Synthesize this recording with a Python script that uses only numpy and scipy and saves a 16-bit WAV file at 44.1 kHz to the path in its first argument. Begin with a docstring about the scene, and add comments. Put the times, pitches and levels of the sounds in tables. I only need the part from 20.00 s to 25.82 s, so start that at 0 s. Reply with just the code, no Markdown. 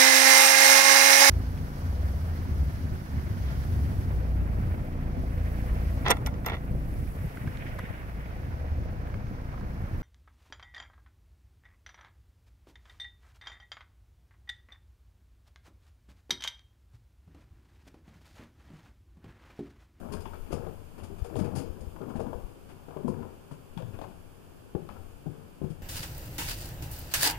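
"""Boots tread and scuff over rubble in a rock tunnel: thuds, knocking stones, sliding grit, a boomy echo.
Blows and clacks are damped sines, scuffs are grainy noise, rubble is thousands of tiny random clacks.
Decaying noise makes the echo. Slow noise and short swings rumble and bump the hand-held camera.
Only its left microphone works; the right input holds hiss and whine."""
import sys
import numpy as np
from scipy import signal
from scipy.fft import rfft, irfft, next_fast_len
from scipy.io import wavfile
from scipy.ndimage import uniform_filter1d, map_coordinates

SR = 44100
rng = np.random.default_rng(int(sys.argv[2]) if len(sys.argv) > 2 else 0)


def undo_db(level):
    """Turn decibels back into plain size, where 20 dB means ten times bigger."""
    steps = np.asarray(level, float) / 20
    return 10 ** steps


def transcribe(signal):
    """Save signal, clipped to [-1, 1], as a 16-bit WAV file at the path in sys.argv[1]."""
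    frames = np.atleast_2d(signal).T
    limited = np.clip(frames, -1, 1)
    pcm = np.round(limited * 32767).astype(np.int16)
    wavfile.write(sys.argv[1], SR, pcm)


N = 256662

# Source levels (feet, handling) are relative: scene() doubles the left channel.
# Heel and toe blows: start_s, level_db, knock_hz, thump_above_knock_db
HEEL_TOE_BLOWS = [(0.128, -47, 520, -15), (0.14, -27.5, 184, -26), (0.504, -29.5, 300, -18),
                  (0.526, -24.5, 467, -6), (0.539, -28.5, 217, 0), (0.665, -31.5, 374, -9),
                  (1.022, -35.5, 92, -13), (1.098, -39, 337, -18), (1.245, -37, 403, -21),
                  (1.355, -24.5, 380, -20), (1.385, -21.5, 312, -20), (1.41, -17, 179, -21),
                  (1.471, -31, 166, -18), (1.578, -30.5, 142, -3), (2.011, -30, 386, -4),
                  (2.153, -31, 220, -7), (2.193, -25, 445, -27), (2.263, -30, 227, -33),
                  (2.328, -28.5, 500, -23), (2.881, -37, 475, -5), (2.962, -29, 486, -10.5),
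                  (3.045, -19, 221, -15), (3.077, -28, 468, -4.5), (3.086, -23, 192, -22),
                  (3.188, -33, 237, -14), (3.513, -39.5, 250, 5), (3.768, -29.5, 136, -10),
                  (3.799, -37.5, 556, -22), (3.827, -33, 111, -21), (4.012, -36.5, 541, -6.5),
                  (4.748, -22.5, 319, -4), (4.813, -44, 90, -14), (5.258, -34.5, 424, -13),
                  (5.265, -27, 150, -15), (5.614, -28.5, 344, -1.5), (5.634, -26.5, 218, 1.5),
                  (5.702, -27, 157, -25)]
# Floor thump: pitch_hz, level_db, t60_s
FLOOR_MODES = [(90, -9, 0.11), (150, -3, 0.13), (171.4, -11.5, 0.16)]
# Single stones clacking: start_s, level_db, pitch_hz, snap_above_ring_db
STONE_CLACKS = [(0.136, -45, 904, 7), (0.254, -29.5, 978, -14), (0.332, -43, 1353, -13),
                (0.528, -26.5, 652, -14), (0.666, -37, 790, -13), (1.245, -44.5, 810, -3),
                (1.299, -43.5, 700, -16), (1.354, -51, 930, 13), (1.399, -37, 770, -6),
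                (1.56, -44, 837, -18), (1.961, -37.5, 835, -25), (2.015, -48.5, 1274, -1.5),
                (2.101, -42, 1316, -19), (2.154, -34, 850, -22), (2.202, -32, 667, -16),
                (2.265, -37, 900, -16), (2.33, -40, 916, -9), (2.884, -42, 703, -18),
                (2.906, -40, 723, -15), (2.968, -36, 680, -16), (3.078, -31.5, 934, -21),
                (3.191, -47, 770, -13), (3.226, -43.5, 1048, -12), (3.509, -46, 1276, -15),
                (3.774, -37.5, 780, 0.5), (3.801, -51, 610, 4), (3.821, -42, 630, -4), (3.934, -65, 900, 8),
                (3.987, -34.5, 587, -10), (4.013, -30, 796, -10.5), (4.039, -38.5, 946, -20),
                (4.749, -36.5, 867, -18), (4.888, -38, 990, -6), (4.961, -47, 1325, -16),
                (5.261, -48, 805, -14), (5.617, -46.5, 720, -7), (5.64, -46, 720, -15)]
# Grit dragged by a sole: start_s, stroke_db, treble_above_mids_db
SOLE_SCUFFS = [(0.119, -36.5, -4), (0.202, -48.5, -4), (0.252, -39.5, -27), (0.332, -40, -21),
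               (0.459, -46, -25), (0.503, -42.5, -15), (0.517, -36.5, -4.5), (0.978, -42, -14),
               (1.032, -45.5, -5.5), (1.181, -48, -10), (1.24, -43.5, -8), (1.358, -37, -8),
               (1.387, -38.5, -9), (1.44, -38, -16), (1.551, -35, -0.5), (1.58, -40.5, -8.5),
               (1.805, -60.5, 4), (2.087, -49, -11), (2.154, -44, -11), (2.195, -46, -7),
               (2.687, -43.5, -16.5), (3.076, -54.5, 4), (3.512, -49, -7.5), (3.772, -39, -17),
               (3.931, -41, -33), (3.986, -50, -18), (4.015, -41.5, -17), (4.89, -43.5, -22),
               (5.636, -49.5, -12), (5.699, -52, -5)]
# Grit spectra, relative density: freq_hz, density_db
GRIT_MID_SPECTRUM = [(300, 21), (1000, 12.5), (2500, 6), (4000, -12), (7000, -28), (15000, -64)]
GRIT_TOP_SPECTRUM = [(2500, -14.5), (4700, 3.5), (6500, 0), (9500, 1), (12000, -8.5), (15500, -20)]
# Weight rolling onto loose rubble: full_s, held_s, big_stones_db, small_stones_db
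WEIGHT_SHIFTS = [(0.0, 0.16, -48, -53), (0.58, 0.057, -47, -51), (1.0, 0.35, -57.5, -64.5),
                 (1.362, 0.12, -40.5, -49.5), (1.56, .03, -37.5, -55.5), (1.78, 0.028, -51, -62),
                 (2.03, 0.24, -44.5, -53.5), (2.4, 0.015, -56, -61.5), (2.92, 0.079, -64, -59),
                 (3.07, 0.12, -45.5, -61), (3.22, 0.023, -50.5, -55.5), (3.81, 0.25, -58, -69),
                 (4.88, 0.049, -58, -64), (5.36, 0.089, -63, -69.5)]
# Tunnel resonances: centre_hz, width_hz, level_db
TUNNEL_MODES = [(97, 18.3, 6.5), (164.6, 18, -4.5), (249, 34, -22), (387, 41, 6.5), (463, 82, 8),
                (790, 95, -13.5)]
# Tunnel decay: freq_hz, t60_s
TUNNEL_DECAY = [(100, 0.53), (400, 0.24), (1500, 0.62), (5000, 0.45), (12000, 0.14)]
# Knocks on the camera body: middle_s, level_db, push_hz
CAMERA_BUMPS = [(0.205, -40, 53), (0.532, -38, 65), (1.225, -22.5, 59), (1.393, -33, 67.5),
                (1.563, -44, 74), (1.705, -29.5, 55.3), (1.817, -36, 53.7), (1.878, -29.5, 52),
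                (2.19, -34, 46.7), (2.249, -41, 38), (2.361, -36.5, 43), (2.45, -32.5, 36.5),
                (4.76, -35, 74), (5.645, -37, 74)]
# Rumble through the camera body: time_s, level_db
GRIP_LEVEL = [(0.0, -49.5), (0.15, -45.5), (0.6, -47.5), (1.0, -54), (1.4, -45.5), (1.7, -49.5),
              (2.17, -51.5), (2.41, -46.5), (2.55, -58), (2.75, -56), (3.1, -55), (3.5, -62), (3.94, -48),
              (4.2, -54.5), (4.7, -62.5), (5.0, -47.5), (5.5, -62), (5.82, -52)]
# Rumble spectrum, relative density: freq_hz, density_db
RUMBLE_SPECTRUM = [(10, -3.5), (25, 3.5), (50, -10.5), (90, -0.5), (200, -49), (500, -45)]
# Input hiss spectrum, relative density: freq_hz, density_db
HISS_SPECTRUM = [(15, -33), (65, 3.5), (150, 0), (400, -6), (1200, -13), (2600, -17), (4700, -21.5),
                 (7000, -25.5), (11000, -27), (15000, -28.5)]
# Recorder dips: centre_hz, width_hz, depth_db
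RECORDER_DIPS = [(1977, 680, 9), (3950, 1430, 9.5), (5760, 1030, 10.5), (7920, 950, 10)]
# Circuit whine tones: pitch_hz
WHINE_TONES_HZ = [5867, 7703, 7762.5, 7822, 7882, 7941.7, 9777.7, 9837.7, 11795]
# Whine levels, one row per tone: left_peak_db, right_peak_db
WHINE_PEAKS_DB = [(-84, -107), (-89, -101), (-86, -98), (-80.5, -87), (-80, -88), (-92, -99), (-80.5, -107),
                  (-76.5, -100), (-89, -108)]

# t60 = least + cycles / pitch; damp = t60 drop in dB per dB of level
KNOCK_LEAST_S, KNOCK_CYCLES, KNOCK_DAMP, USUAL_BLOW_DB = 0.049, 6.6, 0.24, -29.5
CLACK_T60_S, CLACK_DAMP, USUAL_CLACK_DB, SNAP_T60_S = 0.054, 0.44, -40.5, 0.017
# swell = rise growth in dB per dB of level
DRAG_RISE_S, DRAG_T60_S, DRAG_SWELL, USUAL_DRAG_DB = 0.0079, 0.14, 0.49, -46.5
LOAD_DB_PER_S, SETTLE_DB_PER_S = 190, 129
REST_BIG_DB, REST_SMALL_DB = -61.5, -72  # rubble creeping between steps
ECHO_DB, TOP_HZ = -8.5, 15270


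def unit(x):
    """Scale to rms 1."""
    return x / np.sqrt(np.mean(x ** 2, -1, keepdims=True) + 1e-20)


def along(points, hz):
    """Interpolate (freq_hz, value) points on a log axis."""
    f, v = np.transpose(points)
    return np.interp(np.log(hz + 1), np.log(f + 1), v)


def filtered(x, response):
    """x through a complex response of frequency."""
    n = x.shape[-1]
    m = next_fast_len(n + 8192)
    return irfft(rfft(x, m) * response(np.fft.rfftfreq(m, 1 / SR)), m)[..., :n]


def shaped(x, spectrum):
    """x coloured by a spectrum table, rms 1."""
    return unit(filtered(x, lambda hz: undo_db(along(spectrum, hz))))


def resonance(hz, centre_hz, width_hz):
    """Causal response of one resonance, 1 at its centre."""
    return 1j * hz * width_hz / (centre_hz ** 2 - hz ** 2 + 1j * hz * width_hz)


def placed(start_s, sound, rise_s):
    """A track holding one sound, with a soft start."""
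    track, t = np.zeros(N + SR), np.arange(len(sound)) / SR
    soft = np.sin(np.pi / 2 * np.clip(t / rise_s, 0, 1)) ** 2
    track[round(start_s * SR):][:len(t)] = sound * soft
    return track


def stones(count, centre_hz, spread, cycles, size_db):
    """Random clacks: short damped sines of scattered pitch and size, rms 1."""
    draw = rng.random((count, 3))
    hz = centre_hz * np.exp(spread * rng.standard_normal((count, 1)))
    t = np.arange(1000) / SR
    size = undo_db(-size_db * np.log(1 - draw[:, 1:2])) * np.sign(draw[:, 2:] - 0.5)
    soft = 1 - np.exp(-t * hz * 2)  # rounded stones meet softly
    clack = size * np.sin(2 * np.pi * hz * t) * np.exp(-t * hz / cycles) * soft
    at = (draw[:, :1] * N).astype(int) + np.arange(len(t))
    return unit(np.bincount(at.ravel(), clack.ravel(), N + len(t))[:N])


def blows():
    """Each blow knocks a few rough cycles over a floor thump; harder ones jam the stones and die sooner."""
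    out, t = np.zeros(N + SR), np.arange(SR // 3) / SR
    for start_s, db, knock_hz, thump_db in HEEL_TOE_BLOWS:
        t60_s = (KNOCK_LEAST_S + KNOCK_CYCLES / knock_hz) * undo_db(-KNOCK_DAMP * (db - USUAL_BLOW_DB))
        wander = uniform_filter1d(rng.standard_normal(len(t)), size=40)
        drift = knock_hz / 3500 * np.cumsum(wander)  # loose stones keep no steady phase
        knock = np.sin(2 * np.pi * knock_hz * t + drift) * undo_db(-60 * t / t60_s)
        thump = 0
        for hz, level_db, ring_s in FLOOR_MODES:
            mode_db = level_db + 2.08 * rng.standard_normal()
            thump = thump + np.sin(2 * np.pi * hz * t) * undo_db(mode_db - 60 * t / ring_s)
        out += placed(start_s, undo_db(db) * (knock + undo_db(thump_db) * thump), rise_s=0.0035)
    return out[:N]


def clacks():
    """A stone rings in a dull crack with a short bright snap; harder clacks ring and crack for less time."""
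    out, t = np.zeros(N + SR), np.arange(SR // 4) / SR
    for start_s, db, hz, snap_db in STONE_CLACKS:
        t60_s = CLACK_T60_S * undo_db(-CLACK_DAMP * (db - USUAL_CLACK_DB))
        wander, dull, bright = rng.standard_normal((3, len(t)))
        drift = 0.14 * np.cumsum(uniform_filter1d(wander, size=20))
        ring = np.sin(2 * np.pi * hz * t + drift)
        crack = 0.51 * unit(filtered(dull, lambda f: resonance(f, 700, 750) ** 2))
        snap = unit(filtered(bright, lambda f: 0.4 * resonance(f, 2340, 500) + resonance(f, 3350, 800)))
        body = undo_db(db - 60 * t / t60_s) * (ring + crack)
        edge = undo_db(db + snap_db - 60 * t / SNAP_T60_S) * snap
        out += placed(start_s, body + edge, rise_s=0.0033)
    return out[:N]


def scuffs():
    """Grainy hiss swells as the sole drags, then dies away; heavier drags swell slower."""
    mid_gain, top_gain, t = np.zeros(N + SR), np.zeros(N + SR), np.arange(SR // 2) / SR
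    for start_s, db, top_db in SOLE_SCUFFS:
        rise_s = DRAG_RISE_S * undo_db(DRAG_SWELL * (db - USUAL_DRAG_DB))
        stroke = undo_db(db - 60 * t / DRAG_T60_S) * (1 - np.exp(-t / rise_s))
        mid_gain[round(start_s * SR):][:len(t)] += stroke
        top_gain[round(start_s * SR):][:len(t)] += stroke * undo_db(top_db)
    clump_db = 2.2 * rng.standard_normal(N // 40 + 1).repeat(40)[:N]  # about 1 ms each
    grains = rng.standard_normal(N) * undo_db(clump_db)
    mid, top = shaped(grains, GRIT_MID_SPECTRUM), shaped(grains, GRIT_TOP_SPECTRUM)
    # pebbles ring inside the hiss
    mid += 0.24 * stones(count=3000, centre_hz=3020, spread=0.25, cycles=2.0, size_db=0.0)
    top += 0.23 * stones(count=3500, centre_hz=5510, spread=0.26, cycles=19.0, size_db=1.1)
    return mid * mid_gain[:N] + top * top_gain[:N]


def rubble():
    """Big and small stones grind and knock, swelling and dying as weight shifts."""
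    full_s, held_s, big_db, small_db = np.transpose(WEIGHT_SHIFTS)[..., None]
    t = np.arange(N) / SR
    load_db = -LOAD_DB_PER_S * np.clip(full_s - t, 0, None)
    settle_db = -SETTLE_DB_PER_S * np.clip(t - full_s - held_s, 0, None)
    shape_db = load_db + settle_db
    big = stones(count=4000, centre_hz=250, spread=0.4785, cycles=1.82, size_db=1.58)
    small = stones(count=4900, centre_hz=800, spread=0.38, cycles=1.4, size_db=1.4)
    big_gain = undo_db(REST_BIG_DB) + undo_db(big_db + shape_db).max(0)
    small_gain = undo_db(REST_SMALL_DB) + undo_db(small_db + shape_db).max(0)
    return big_gain * big + small_gain * small


def tunnel(x):
    """Rock walls answer with decaying noise; each third of a second the walker has moved: new pattern."""
    out, step = np.zeros(N + 2 * SR), SR // 3
    for k in range(0, N, step):
        hz, t, z = signal.stft(rng.standard_normal(SR * 3 // 4), SR, nperseg=256)
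        decay = undo_db(-60 * t / along(TUNNEL_DECAY, hz)[:, None])
        tail = signal.istft(z * decay, SR, nperseg=256)[1]
        wet = signal.fftconvolve(x[k:k + step], tail / np.linalg.norm(tail))
        out[k + 200:][:len(wet)] += wet  # delay in samples

    def boom(f):
        return 0.87 + sum(undo_db(db) * resonance(f, c, w) for c, w, db in TUNNEL_MODES)
    return filtered(out[:N], boom)


def handling():
    """A lumpy noise rumble through the camera body, and single soft pushes."""
    time_s, rumble_db = np.transpose(GRIP_LEVEL)
    lumps_db = map_coordinates(rng.standard_normal(N // 4000 + 4), [np.arange(N) / 4000])
    gain = undo_db(np.interp(np.arange(N) / SR, time_s, rumble_db) + lumps_db)
    rumble = shaped(rng.standard_normal(N), RUMBLE_SPECTRUM)
    out = np.pad(gain * rumble, (0, SR))
    t = np.arange(SR // 8) / SR
    for middle_s, db, hz in CAMERA_BUMPS:
        turns = (t - t[-1] / 2) * hz  # about one swing: inward, then back
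        push = np.sin(2 * np.pi * turns - 0.8) * np.exp(-(turns / 0.39) ** 2)
        out[round((middle_s - t[-1] / 2) * SR):][:len(t)] += undo_db(db) * push
    return out[:N]


def hiss():
    """Independent coloured noise of the two inputs."""
    rms_db = np.array([[-54.5], [-53.5]])
    return undo_db(rms_db) * shaped(rng.standard_normal((2, N)), HISS_SPECTRUM)


def dipped(x):
    """Four fixed resonant dips and a band limit."""
    def response(f):
        dips = [1 - (1 - undo_db(-db)) * resonance(f, c, w) for c, w, db in RECORDER_DIPS]
        return (f < TOP_HZ) * np.prod(dips, 0)
    return filtered(x, response)


def whine():
    """Steady circuit tones, stronger on the left, with random phases."""
    t, out = np.arange(N) / SR, 0
    for hz, peaks_db in zip(WHINE_TONES_HZ, WHINE_PEAKS_DB):
        gain = undo_db(np.array(peaks_db)[:, None])
        out = out + gain * np.sin(2 * np.pi * (hz * t + rng.random((2, 1))))
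    return out


def scene():
    """Feet, echo and handling, all on the left microphone only."""
    feet = rubble() + blows() + clacks() + scuffs()
    left = feet + undo_db(ECHO_DB) * tunnel(feet) + handling()
    return np.array([2 * left, 0 * left])


def band_limit(x):
    """A steep low-pass at the top of the band."""
    return signal.sosfilt(signal.butter(12, 15500, fs=SR, output="sos"), x)


def record(dry):
    """Add input hiss, cut the dips and the top, add circuit whine."""
    mix = dipped(dry + hiss()) + whine()
    return band_limit(mix)


dry = scene()
out = record(dry)
transcribe(out)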